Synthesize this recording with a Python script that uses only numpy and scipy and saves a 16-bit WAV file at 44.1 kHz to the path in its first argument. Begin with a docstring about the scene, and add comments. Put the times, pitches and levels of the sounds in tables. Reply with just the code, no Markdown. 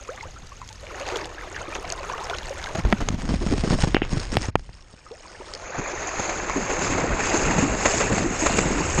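"""Shallow sea, heard from a waterproof camera strapped to a wading dog's back.
Stirred water laps and gurgles as foam bursts, trapped air rings and drops tick. The dog shakes itself:
its wet coat flaps, and water slaps the hollow case and floods the microphone port. After a lull it
bounds on through heavy splashes, heard through a ringing film of water that rises in pitch as it drains.
Underneath, air rumbles on the swinging case."""
import sys
import numpy as np
from scipy import signal
from scipy.fft import rfft, irfft
from scipy.io import wavfile
from scipy.ndimage import uniform_filter1d

SR = 44100
rng = np.random.default_rng(int(sys.argv[2]) if len(sys.argv) > 2 else 0)


def master_out(mix):
    """Clip the mix to full scale and print it as 16-bit PCM to the path in sys.argv[1]."""
    frames = np.transpose(np.atleast_2d(mix))
    ceiling = np.clip(frames, -1, 1)
    pcm = np.round(ceiling * 32767).astype(np.int16)
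    wavfile.write(sys.argv[1], SR, pcm)


N = 396900
TIME = np.arange(N) / SR

# how hard the dog stirs the sea, as the slosh's level between surges: t/s, level/dB
EFFORT = [(0, -47.5), (.2, -46), (.33, -50.5), (.5, -53.5), (.82, -51.5), (.88, -42), (1.13, -31.5),
          (1.25, -37), (1.29, -41), (2.25, -36.5), (2.5, -40), (2.8, -36.5), (3.1, -43.5), (3.75, -37.5),
          (4.1, -43.5), (4.47, -52), (4.56, -62), (5.0, -59), (5.15, -53.5), (5.62, -43), (5.8, -31),
          (6.4, -30), (7.5, -25), (7.75, -29), (8.15, -29), (8.32, -35), (8.5, -28.5), (8.75, -29),
          (9, -32.5)]
# airborne spray between the swings of the shake; late on it heaves with the bounds: t/s, level/dB
SPRAY_LEVEL = [(0, -47), (.35, -50.5), (.8, -49.5), (1.15, -39.5), (1.25, -43.5), (1.31, -47), (2.3, -42),
               (2.8, -44), (3.2, -46.5), (3.5, -43), (3.82, -36.5), (3.95, -50), (4.2, -44.5),
               (4.47, -46.5), (4.56, -57.5), (5.0, -59), (5.3, -52.5), (5.62, -47), (5.8, -41.5),
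               (6.27, -34), (6.48, -40.5), (6.6, -36), (6.78, -34.5), (6.85, -28.5), (6.98, -35),
               (7.11, -40.5), (7.25, -30.5), (7.36, -28), (7.51, -32.5), (7.62, -32), (7.71, -36),
               (7.79, -32), (7.87, -26.5), (7.98, -27.5), (8.11, -34), (8.19, -30), (8.28, -40),
               (8.38, -30.5), (8.57, -28.5), (8.68, -33.5), (9, -32)]
# tone of the mid slosh, the bright spray and the deep churn: f/Hz, level/dB
SLOSH_EQ = [(150, -21), (270, -6), (350, -1), (550, 0.5), (850, -1), (1200, -2.5), (2000, -7), (2800, -13),
            (4000, -15.5), (8000, -46)]
SPRAY_EQ = [(500, -36), (1500, 1.5), (2600, 3), (4000, 0.5), (5500, 0.5), (9000, -0.5), (16000, -16)]
CHURN_EQ = [(40, -35), (90, -4), (190, -4), (290, -2), (450, -11), (900, -30), (3000, -60)]
def water():
    """Stirred sea: slosh and spray blend foam, bubbles and drops over a churn of big, damped bubbles."""
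    hiss, ring, tick = texture()
    ticks = tick * patter(per_s=600, spread_db=5)
    slosh = hiss * foam(patchy_db=.5, flicker_db=.9)
    slosh += ring * swarm(310, 2808, per_s=750, cycles=6.84, spread_db=4, glide=.165)
    spray = hiss * foam(patchy_db=2.5, flicker_db=1.16)
    spray += ring * swarm(1482, 14160, per_s=1000, cycles=6.8, spread_db=7.5, glide=.066)
    churn = swarm(72.4, 704, per_s=420, cycles=1.34, spread_db=3, glide=.073, count=16)
    effort_db, easy_pace_db = curve(EFFORT, 1), -40
    churn_db = -57 + .47 * (effort_db - easy_pace_db)
    slosh_gain = layer_gain(effort_db, swing=(-44, 1.5, 7, 9), bound=(-33.5, .16, 3.2, .66))
    spray_gain = layer_gain(curve(SPRAY_LEVEL, 1), swing=(-54.5, 1.1, 1.5, 1.5))
    # the chest ploughs in after each landing
    churn_gain = layer_gain(churn_db, swing=(-34.5, 0, .045, .05), bound=(-28, .25, .43, .2))
    # flung drops land in clumps: the more patter, the more the level flutters
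    clumps = amp(7 * tick ** 2 * wander(14))
    return clumps * (coloured(slosh + ticks, SLOSH_EQ) * slosh_gain
                     + coloured(spray + ticks, SPRAY_EQ) * spray_gain
                     + coloured(churn, CHURN_EQ) * churn_gain)


# the water's grain while drifting, wading, shaking, resting and bounding:
# start/s, then power weights of foam, bubbles, patter
GAITS = [(0, 0.68, 0.28, 0.098), (.95, 0.44, 0.47, 0.24), (2.85, 0.4, 0.067, 0.28), (4.6, 0.32, 0.27, 0.12),
         (5.6, 0.81, 0.072, 0.07)]
def texture(blend_s=.85):
    """The gains of foam, bubbles and patter; each gait crossfades into the next."""
    gaits = np.array(GAITS)
    current = np.searchsorted(gaits[:, 0], TIME, "right") - 1
    weights = uniform_filter1d(gaits[current, 1:].T, size=int(blend_s * SR), axis=1)
    return np.sqrt(weights / weights.sum(axis=0))


def foam(patchy_db, flicker_db):
    """Countless tiny bursts merge into a hiss that comes in patches and flickers."""
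    _, t, spectrum = signal.stft(rng.standard_normal(N), SR, nperseg=256)
    patches = uniform_filter1d(rng.standard_normal(spectrum.shape), size=4, axis=0)
    patches = unit_rms(uniform_filter1d(patches, size=5, axis=1))
    flicker = unit_rms(uniform_filter1d(rng.standard_normal(len(t)), size=4))
    spectrum *= amp(patchy_db * patches + flicker_db * flicker)
    return unit_rms(signal.istft(spectrum, SR, nperseg=256)[1][:N])


def bubble(hz, decay, rise):
    """A trapped air pocket rings; its pitch glides by `rise` octaves/s as it nears the surface."""
    t = np.arange(int(5 * decay * SR) + 8) / SR
    turns = np.cumsum(hz * 2 ** np.minimum(rise * t, 2)) / SR
    envelope = (1 - np.exp(-2 * t * hz)) * np.exp(-t / decay) * (1 - (t / t[-1]) ** 2)
    return np.sin(2 * np.pi * turns) * envelope


def swarm(low_hz, high_hz, per_s, cycles, spread_db, glide, count=36):
    """Bubbles of `count` sizes ring at random moments, most faint and a few loud."""
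    out = np.zeros(N)
    for hz in np.geomspace(low_hz, high_hz, count):
        ring, climb = rng.random(2)
        gap, size, sign = rng.random((2000, 3)).T
        births = np.cumsum(-np.log(1 - gap)) * count / per_s
        heights = amp(spread_db * np.minimum(-np.log(1 - size), 3.5)) * np.sign(sign - .5)
        heights = heights[births < N / SR]
        decay = cycles * (.5 + ring) / hz
        ping = bubble(hz, decay, glide * climb / decay)
        ping *= np.sqrt(hz / np.sum(ping ** 2) / np.sum(heights ** 2))  # equal power per Hz
        for s, height in zip(births, heights):
            add(out, s, height * ping)
    return unit_rms(out)


def patter(per_s, spread_db):
    """Drops strike as bare ticks, most faint and a few loud."""
    chance, size, sign = rng.random((3, N))
    heights = amp(spread_db * np.minimum(-np.log(1 - size), 4)) * np.sign(sign - .5)
    return unit_rms((chance < per_s / SR) * heights)


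# accent of each swing of the shake: level/dB
SWING_DB = [2.5, 0, 1.5, 6, 9.5, -19, 1.5, 2]
# the dog's landings as it bounds through the shallows: t/s, accent/dB
BOUNDS = [(6.27, -13), (6.82, -1.5), (7.38, 0.5), (7.94, 0), (8.5, 0), (9.02, -8)]
def layer_gain(steady_db, swing, bound=None, first_s=2.89, period_s=.211, end_s=4.495, stop_s=.012):
    """A steady level plus a surge per swing and bound, each as (level/dB, lag/s, attack/s, release/s)."""
    swings = [(first_s + k * period_s, db) for k, db in enumerate(SWING_DB)]
    gate = np.clip((end_s - TIME) / stop_s + 1, 0, 1)  # the shake stops dead
    bounding = surges(BOUNDS, *bound) if bound else 0
    return np.sqrt(amp(steady_db) ** 2 + gate * surges(swings, *swing) + bounding)


def surges(moves, db, lag, attack, release):
    """The power of a layer that swells and ebbs with every movement."""
    power, t = np.zeros(N), np.arange(-SR // 4, SR // 2) / SR
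    shape = np.exp(-(t / np.where(t < 0, attack, release)) ** 2)
    for s, accent_db in moves:
        add(power, s + lag + t[0], (amp(db + accent_db) * shape) ** 2)
    return power


# sheets of water thrown by coat or legs: t/s, splash/dB, gulp/dB, gulp f/Hz, attack/s
SPLASHES = [(1.112, -33, -26, 800, 0.0113), (1.157, -24, -22, 750, 0.0033), (1.750, -28, -32.5, 500, 0.01),
            (2.748, -23.5, -21, 227, 0.0059), (2.782, -27, -16, 181, .009),
            (3.000, -25.5, -21.5, 269, 0.012), (3.228, -55, -26, 230, .014), (3.29, -36, -26, 330, .014),
            (3.405, -34.5, -25, 320, 0.0174), (3.516, -37, -18.5, 343, .012),
            (3.63, -30, -24.5, 394, 0.0148), (3.715, -32, -20, 446, .014), (3.832, -26, -18, 350, 0.0072),
            (3.875, -32.5, -23, 299, 0.0078), (5.777, -30.5, -26.5, 255, 0.0127),
            (6.192, -23.5, -27, 157, 0.00697), (6.285, -27.5, -40, 400, 0.017),
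            (6.495, -19, -33, 500, 0.0027), (6.555, -31, -24.5, 328, 0.0168),
            (6.605, -30, -24.5, 172, 0.015), (6.69, -24.5, -25.5, 425, .014), (6.78, -36, -31, 170, 0.0095),
            (6.97, -23.5, -24, 403, 0.012), (7.092, -43.5, -28, 240, 0.0103),
            (7.19, -23.5, -27, 168, 0.0108), (7.29, -36, -30, 161, .012), (7.333, -20.5, -16, 445, 0.014),
            (7.454, -28, -19.5, 173, 0.0131), (7.495, -21.5, -22, 300, 0.012),
            (7.575, -21.5, -16, 221, 0.0111), (7.615, -23, -17, 201, 0.012), (7.714, -35, -29, 500, 0.016),
            (7.852, -12.5, -14, 443, 0.0079), (7.993, -19, -31, 403, 0.018), (8.085, -39, -25, 478, .028),
            (8.115, -25, -16.5, 203, 0.0099), (8.180, -19.5, -16.5, 610, 0.0021),
            (8.215, -28.5, -21, 258, 0.012), (8.455, -16, -21.5, 490, 0.0096),
            (8.583, -13, -19, 304, 0.0053), (8.653, -47, -11, 186, 0.0074), (8.71, -36, -25.5, 329, 0.026),
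            (8.795, -29.5, -17, 238, 0.0116), (8.972, -19.5, -16, 263, 0.015)]
def splashes(spray_db=-8, noise_trim_db=-3, cycles=.91, clump_db=3, clump_hz=350):
    """A sheet of water bursts in clumps on landing, and the air it traps gulps."""
    out, t = np.zeros(N), np.arange(SR // 5) / SR
    for s, db, gulp_db, hz, attack in SPLASHES:
        slosh, spray, air = rng.standard_normal((3, len(t)))
        clumps = unit_rms(amp(clump_db * wander(clump_hz, len(t))))
        burst = (coloured(slosh, SLOSH_EQ) + amp(spray_db) * coloured(spray, SPRAY_EQ)) * clumps
        pockets = coloured(air, [(hz / 4, -25), (hz * .55, 0), (hz * 1.15, 0), (hz * 3, -25),
                                 (hz * 9, -70)])
        swell = amp(noise_trim_db) * (t / attack * np.exp(1 - t / attack)) ** 2
        add(out, s, swell * (amp(db) * burst + amp(gulp_db) * pockets))
        add(out, s + attack / 2, amp(gulp_db) * bubble(hz, cycles / hz, 0))  # the largest pocket
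    return out


# hollow ring of the case: f/Hz, level/dB, decay/s
CASE_MODES = [(800, -6.5, 0.0021), (1930, -1, 0.00063), (2720, -11.5, 0.00178)]
# hard hits of water and harness on the case:
# t/s, crack/dB, cutoff/Hz, snap/dB, ring/dB, thud/dB, thud f/Hz, thud decay/cycles, fizz/dB
SLAPS = [(2.926, -3, 4130, -38, -5.5, -3, 336, 0.64, -53), (2.929, -5, 2470, -44, -8, -3.5, 210, 1.66, -48),
         (3.0874, -2, 8100, -24, -31, -13, 90, 0.64, -52), (3.946, -6, 4200, -42, -9, 5, 342, 0.65, -27),
         (3.9671, -9, 3020, -42, -8, -6, 534, 0.65, -38), (4.019, -17, 2940, -51, -12, 0, 350, 0.65, -29),
         (4.3695, -2.5, 3670, -36, -13.5, -3, 112, 0.66, -51),
         (4.5554, -2.5, 2566, -25, -12, -3, 157, 0.36, -77),
         (4.595, -32, 6950, -48, -41, -34.5, 150, 0.58, -72.5),
         (4.692, -32, 2500, -60, -50, -22, 132, .55, -69),
         (4.939, -34, 1200, -64, -46, -28, 250, 0.47, -72)]
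def slaps(crack_s=.0019, rattle_db=-12, fizz_hz=2400, fall_s=.02, fizz_width_hz=480, fizz_s=.018):
    """A blow cracks on the case, its walls knock and thud, and water runs off in a falling fizz."""
    out, t = np.zeros(N), np.arange(SR // 12) / SR
    knock = sum(amp(db) * np.sin(2 * np.pi * hz * t) * np.exp(-t / decay) for hz, db, decay in CASE_MODES)
    falling_hz = fizz_hz * (1 + .25 * np.exp(-t / fall_s))
    sweep = np.cos(2 * np.pi * np.cumsum(falling_hz) / SR)
    for s, db, top_hz, snap_db, ring_db, thud_db, thud_hz, thud_cycles, fizz_db in SLAPS:
        grit, runoff = rng.standard_normal((2, len(t)))
        pulse = lowpass((1 - t * top_hz / 2) * np.exp(-t * top_hz / 2), top_hz, order=4)
        rattle = lowpass(grit * np.exp(-t / crack_s), top_hz, order=6) * np.sqrt(SR / 2 / top_hz)
        crack = pulse / pulse.max() + amp(rattle_db) * rattle
        snap = grit * np.exp(-2 * t / crack_s)
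        fizz = unit_rms(lowpass(runoff, fizz_width_hz, order=4) * sweep) * np.exp(-t / fizz_s)
        add(out, s, amp(db) * crack + amp(snap_db) * snap + amp(fizz_db) * fizz)
        add(out, s, amp(ring_db) * lowpass(knock, top_hz, order=4))
        add(out, s + 1 / top_hz, amp(thud_db) * bubble(thud_hz, thud_cycles / thud_hz, 0))
    return out


# coat flaps during the shake: t/s, thump/dB, thump f/Hz, relative smack/dB
FLAPS = [(2.850, -3.5, 69.3, -17), (3.024, -6, 260, -24), (3.102, -6, 190, -42.5), (3.143, -7, 188, -30),
         (3.186, -12, 189, -37), (3.275, -19, 250, -31), (3.290, -8, 162, -22), (3.306, -5, 150, -28),
         (3.339, -2.5, 183, -22), (3.357, -10, 80, -33), (3.465, -4.5, 200, -27), (3.511, -11, 250, -27),
         (3.536, -11.5, 330, -25.5), (3.579, -9, 200, -29), (3.637, -5, 173, -24), (3.675, -8, 204, -24.5),
         (3.706, -5, 160, -20), (3.722, -9, 330, -31.5), (3.741, -1.5, 129, -24), (3.786, -17, 169, -20.5),
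         (3.836, -5, 158, -17.5), (3.872, -5.5, 200, -22), (4.129, -6.5, 167, -39), (4.169, -4.5, 123, -26),
         (4.326, -11, 231, -31), (4.354, -9.5, 197, -30), (4.485, -12, 95, -26.5)]
# tone of wet fur smacking: f/Hz, level/dB
SMACK_EQ = [(120, 7), (350, 3), (800, -2.5), (1300, -11), (3000, -19), (6000, -26), (10000, -40)]
def coat(thump_cycles=.7, attack_s=.00052, decay_s=.00352):
    """Folds of wet coat flap against the harness: each a dull thump with a short wet smack."""
    out, t = np.zeros(N), np.arange(SR // 20) / SR
    envelope = (1 - np.exp(-t / attack_s)) * np.exp(-t / decay_s)
    for s, thump_db, hz, smack_db in FLAPS:
        smack = coloured(rng.standard_normal(len(t)), SMACK_EQ) * envelope
        add(out, s, amp(thump_db) * bubble(hz, thump_cycles / hz, 0))
        add(out, s, 2 * amp(smack_db) * smack)
    return out


# close, single bubbles: t/s, level/dB, starting f/Hz, decay/s, glide/(octaves/s)
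PLOPS = [(.090, -29.5, 463, 0.0348, 13.5), (.088, -29.5, 1149, 0.011, 35), (.178, -30, 1170, 0.0078, 1),
         (.177, -21.5, 1844, 0.0015, 10), (.209, -23, 2100, 0.0033, 6), (.228, -32, 808, 0.026, 21.5),
         (.254, -31.5, 556, 0.0078, -9), (.362, -30.5, 1284, 0.01, 11), (.518, -35.5, 1080, .012, 9),
         (.616, -28, 1068, 0.0107, -6.5), (.70, -39.5, 880, 0.018, -0.5), (.829, -31.5, 522, 0.016, 11),
         (.92, -34.5, 407, 0.0166, 5), (1.005, -27.5, 527, 0.028, 5), (1.122, -25, 346, 0.024, 9),
         (1.160, -28, 444, 0.023, -9.5), (1.222, -35.5, 306, 0.043, 2), (1.564, -19.5, 1657, 0.00305, 2),
         (1.612, -29, 574.5, 0.024, 9), (1.680, -28.5, 341, 0.0132, -3), (1.382, -29, 1590, 0.0044, 23),
         (1.547, -26, 1870, 0.0027, 10), (1.785, -26, 395, 0.0108, 0), (1.883, -30, 1630, 0.0036, 10),
         (1.925, -23, 696, 0.0077, -8), (1.979, -32, 994, 0.0074, 13.5), (2.04, -29, 1310, 0.0055, 12),
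         (2.005, -27.5, 580, 0.0075, -7.5), (2.098, -17, 1010, 0.004, -2.5), (2.135, -22.5, 1056, .012, 20),
         (2.210, -24.5, 852, 0.023, 13.5), (2.299, -17, 700, .0075, -2), (2.312, -22, 440, 0.0068, -7),
         (2.334, -15.5, 1371, 0.0031, 13), (2.506, -21, 535, 0.017, 3.5), (2.670, -21, 1540, 0.0051, 8),
         (2.752, -24, 624, 0.025, 3.5), (5.064, -36.5, 1223, 0.0082, 5), (5.110, -32.5, 407, 0.025, 16),
         (5.255, -33, 1044, 0.0049, -8), (5.401, -28, 407, 0.0094, -9), (5.545, -37, 479, 0.0346, 13),
         (5.695, -31, 455, .018, 19), (6.497, -13, 1073, 0.0038, 2.5), (6.560, -14, 267, 0.012, 5),
         (7.625, -15.5, 261.4, 0.027, 4), (8.243, -17, 322.5, 0.0255, 5), (8.422, -14.5, 290, 0.019, 10)]
def plops(wobble=.28, wobble_hz=110, gurgle_db=-14, gurgle_s=.041, gurgle_cycles=4, count=7):
    """Large bubbles beside the dog's chest wobble as they rise, in a gurgle of smaller ones."""
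    out = np.zeros(N)
    for s, db, hz, decay, rise in PLOPS:
        add(out, s, amp(db) * bubble(hz, decay, rise))
        for when, pitch, size, glide in rng.random((count, 4)):
            small_hz = hz * 2 ** (-.13 + 1.446 * pitch)
            small = 2 * size * bubble(small_hz, gurgle_cycles / small_hz, glide * abs(rise))
            add(out, s + gurgle_s * (when - .25), amp(db + gurgle_db) * small)
    return out * (1 + wobble * wander(wobble_hz))


# drops landing close by: t/s, level/dB, f/Hz
DROPS = [(.161, -30.5, 6450), (.47, -33.5, 6500), (.677, -29, 7400), (0.689, -27, 3400),
         (.690, -26.5, 6500), (.728, -28, 6000), (.752, -43.5, 4600), (0.868, -24.5, 2270),
         (0.999, -24.5, 6250), (1.066, -24, 3140), (1.088, -19.5, 4100), (1.158, -16.5, 3320),
         (1.17, -16.5, 5960), (1.208, -38, 3600), (1.245, -26, 2860), (1.256, -30, 5200),
         (1.752, -15.5, 2546), (1.853, -28, 2290), (1.902, -15.5, 4440), (1.923, -13, 6400),
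         (2.179, -24, 2750), (2.242, -24.5, 6500), (2.298, -16.5, 3380), (2.348, -22, 2550),
         (2.385, -17.5, 3900), (2.495, -24, 5600), (2.641, -19, 3600), (2.66, -19, 2060), (4.2, -24, 4540),
         (4.42, -21, 6300), (5.116, -36, 4280), (5.537, -21.5, 4570), (5.55, -23, 4720)]
def drops(tick_s=.00154, tick_db=-5, ring_db=-4, cycles=4.72):
    """Each drop ticks on the surface and leaves a tiny ringing bubble."""
    out, t = np.zeros(N), np.arange(SR // 40) / SR
    for s, db, hz in DROPS:
        tick_eq = [(hz / 5, -16), (hz * .73, 0), (hz * 1.2, 0), (hz * 4, -22)]
        tick = coloured(rng.standard_normal(len(t)), tick_eq) * np.exp(-t / tick_s)
        add(out, s, amp(db + tick_db) * tick)
        add(out, s, amp(db + ring_db) * bubble(hz, cycles / hz, rise=8))
    return out


def gulps():
    """Large bubbles gulp in the hole that each bound leaves."""
    bubbles = swarm(271, 860, per_s=150, cycles=3.9, spread_db=2.2, glide=.11, count=14)
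    return bubbles * np.sqrt(surges(BOUNDS, db=-32, lag=0, attack=.14, release=.03))


# bed of air rumble between jolts: t/s, level/dB
DRAUGHT = [(0, -44), (1.0, -42.5), (2.7, -39), (3.0, -26.5), (3.7, -29), (4.1, -30.5), (4.5, -33.5),
           (4.65, -45.5), (5.1, -55), (5.6, -47.5), (6.6, -40), (7.4, -34), (8.3, -35), (9, -25.5)]
# the case lurches with a step: t/s, level/dB
LURCHES = [(.26, -34.5), (.42, -39), (1.6, -36.5), (1.87, -38), (2.45, -34), (2.87, -17), (4.57, -32.5),
           (5.8, -35), (5.98, -36), (6.19, -35), (6.49, -39), (6.9, -31), (7.12, -24), (7.45, -25),
           (7.73, -26), (8.5, -28)]
# tone of the rumble: f/Hz, level/dB
RUMBLE_EQ = [(5, -9.5), (18, -2.5), (35, 2), (60, -1), (95, -6.5), (150, -14), (400, -29), (1500, -85)]
def buffet():
    """Air rumbles on the case as it swings and lurches with the dog."""
    sway_power = layer_gain(curve(DRAUGHT, 1), swing=(-33.5, 0, .04, .05)) ** 2
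    lurch_power = surges(LURCHES, db=0, lag=.00091, attack=.025, release=.035)
    return coloured(rng.standard_normal(N), RUMBLE_EQ) * np.sqrt(sway_power + lurch_power)


def amp(db):
    """Decibels to gain."""
    return 10 ** (np.asarray(db) / 20)


def unit_rms(x):
    """Scales to rms 1."""
    return x / np.sqrt(np.mean(x ** 2) + 1e-20)


def curve(rows, column, t=TIME):
    """One column of a table, joined by straight lines in time."""
    rows = np.asarray(rows)
    return np.interp(t, rows[:, 0], rows[:, column])


def eq_gain(eq, hz):
    """An EQ curve's gain at the frequencies hz."""
    f, db = np.transpose(eq)
    return amp(np.interp(np.log(hz + 1), np.log(f + 1), db))


def equalised(x, eq):
    """Filters a sound through an EQ curve."""
    return irfft(rfft(x) * eq_gain(eq, np.fft.rfftfreq(len(x), 1 / SR)), len(x))


def coloured(x, eq):
    """Equalises a sound and sets it to rms 1."""
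    return unit_rms(equalised(x, eq))


def lowpass(x, hz, order=2):
    """Causal low-pass."""
    return signal.sosfilt(signal.butter(order, min(hz, .45 * SR), fs=SR, output="sos"), x)


def wander(hz, length=N):
    """Random modulation below hz, at rms 1."""
    return unit_rms(lowpass(rng.standard_normal(length), hz))


def add(mix, s, sound):
    """Mixes a sound in at time s."""
    part = mix[max(round(s * SR), 0):][:len(sound)]
    part += sound[:len(part)]


# slugs of water over the port: start/s, end/s, cutoff/Hz, gain/dB, treble leak/dB, fade/s
SLUGS = [(3.955, 4.085, 3700, 0, -8, .04), (4.503, 4.575, 2500, -10, -6, .008)]
def scene():
    """The bed of sea and rumble, muffled while a slug covers the port, with the close hits on top."""
    bed = water() + gulps() + buffet()
    for start, end, top_hz, db, leak_db, fade_s in SLUGS:
        cover = uniform_filter1d(1. * ((TIME > start) & (TIME < end)), size=int(fade_s * SR))
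        muffle = [(top_hz, 0), (top_hz * 1.2, leak_db), (top_hz * 2, leak_db), (top_hz * 3, 3 * leak_db)]
        bed = (1 - cover) * bed + cover * amp(db) * equalised(bed, muffle)
    return (bed + plops() + drops() + splashes() + coat() + slaps())[None]


# tone of the microphone port when clear, flooded and under a film of water: f/Hz, gain/dB
CLEAR_EQ = [(5000, -1), (6400, -2), (7000, -2), (7500, -6.5), (8000, -8), (9000, -11.5), (10000, -15.5),
            (13000, -14.5), (14200, -51)]
FLOODED_EQ = [(4000, 1), (5500, 6.5), (6000, -3.5), (6600, 1), (7600, -2), (9200, -2), (9600, -14),
              (10000, -38), (14000, -22)]
FILM_EQ = [(1400, 0.5), (2200, 1.5), (2760, 3), (3100, -5.5), (4000, -5), (5000, -1.5), (6000, -4),
           (6700, 5.5), (7600, 6), (8400, -12.5), (8900, -76.5), (10100, -22.5), (11100, -16), (12700, -42)]
# water on the port: t/s, flooded share, film share, film pitch ratio (rises as the film thins)
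PORT_WETNESS = [(3.15, 0, 0, .92), (3.3, 1, 0, .92), (5.52, 1, 0, .92), (5.66, 0, 1, .92),
                (6.8, 0, 1, .965), (9, 0, 1, 1.01)]
def record(dry, cavity_hz=6501, width_hz=215, cavity_db=8.2, top_hz=14400):
    """The port colours the sound by how wet it is; the hardest blows clip; the top end is cut."""
    hz, t, spectrum = signal.stft(dry[0], SR, nperseg=512, noverlap=384)
    hz = hz[:, None]
    flooded, film, tuning = (curve(PORT_WETNESS, column, t) for column in (1, 2, 3))
    port = (np.maximum(1 - flooded - film, 0) * eq_gain(CLEAR_EQ, hz)
            + flooded * eq_gain(FLOODED_EQ, hz)
            + film * eq_gain(FILM_EQ, hz / tuning))
    cavity = 1 + (amp(cavity_db) - 1) / (1 + 2j * (hz - cavity_hz) / width_hz)  # air behind the port rings
    heard = signal.istft(spectrum * port * cavity, SR, nperseg=512, noverlap=384)[1][:N]
    return signal.oaconvolve(np.clip(heard, -1, 1), signal.firwin(255, top_hz, fs=SR), "same")[None]


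dry = scene()
out = record(dry)
master_out(out)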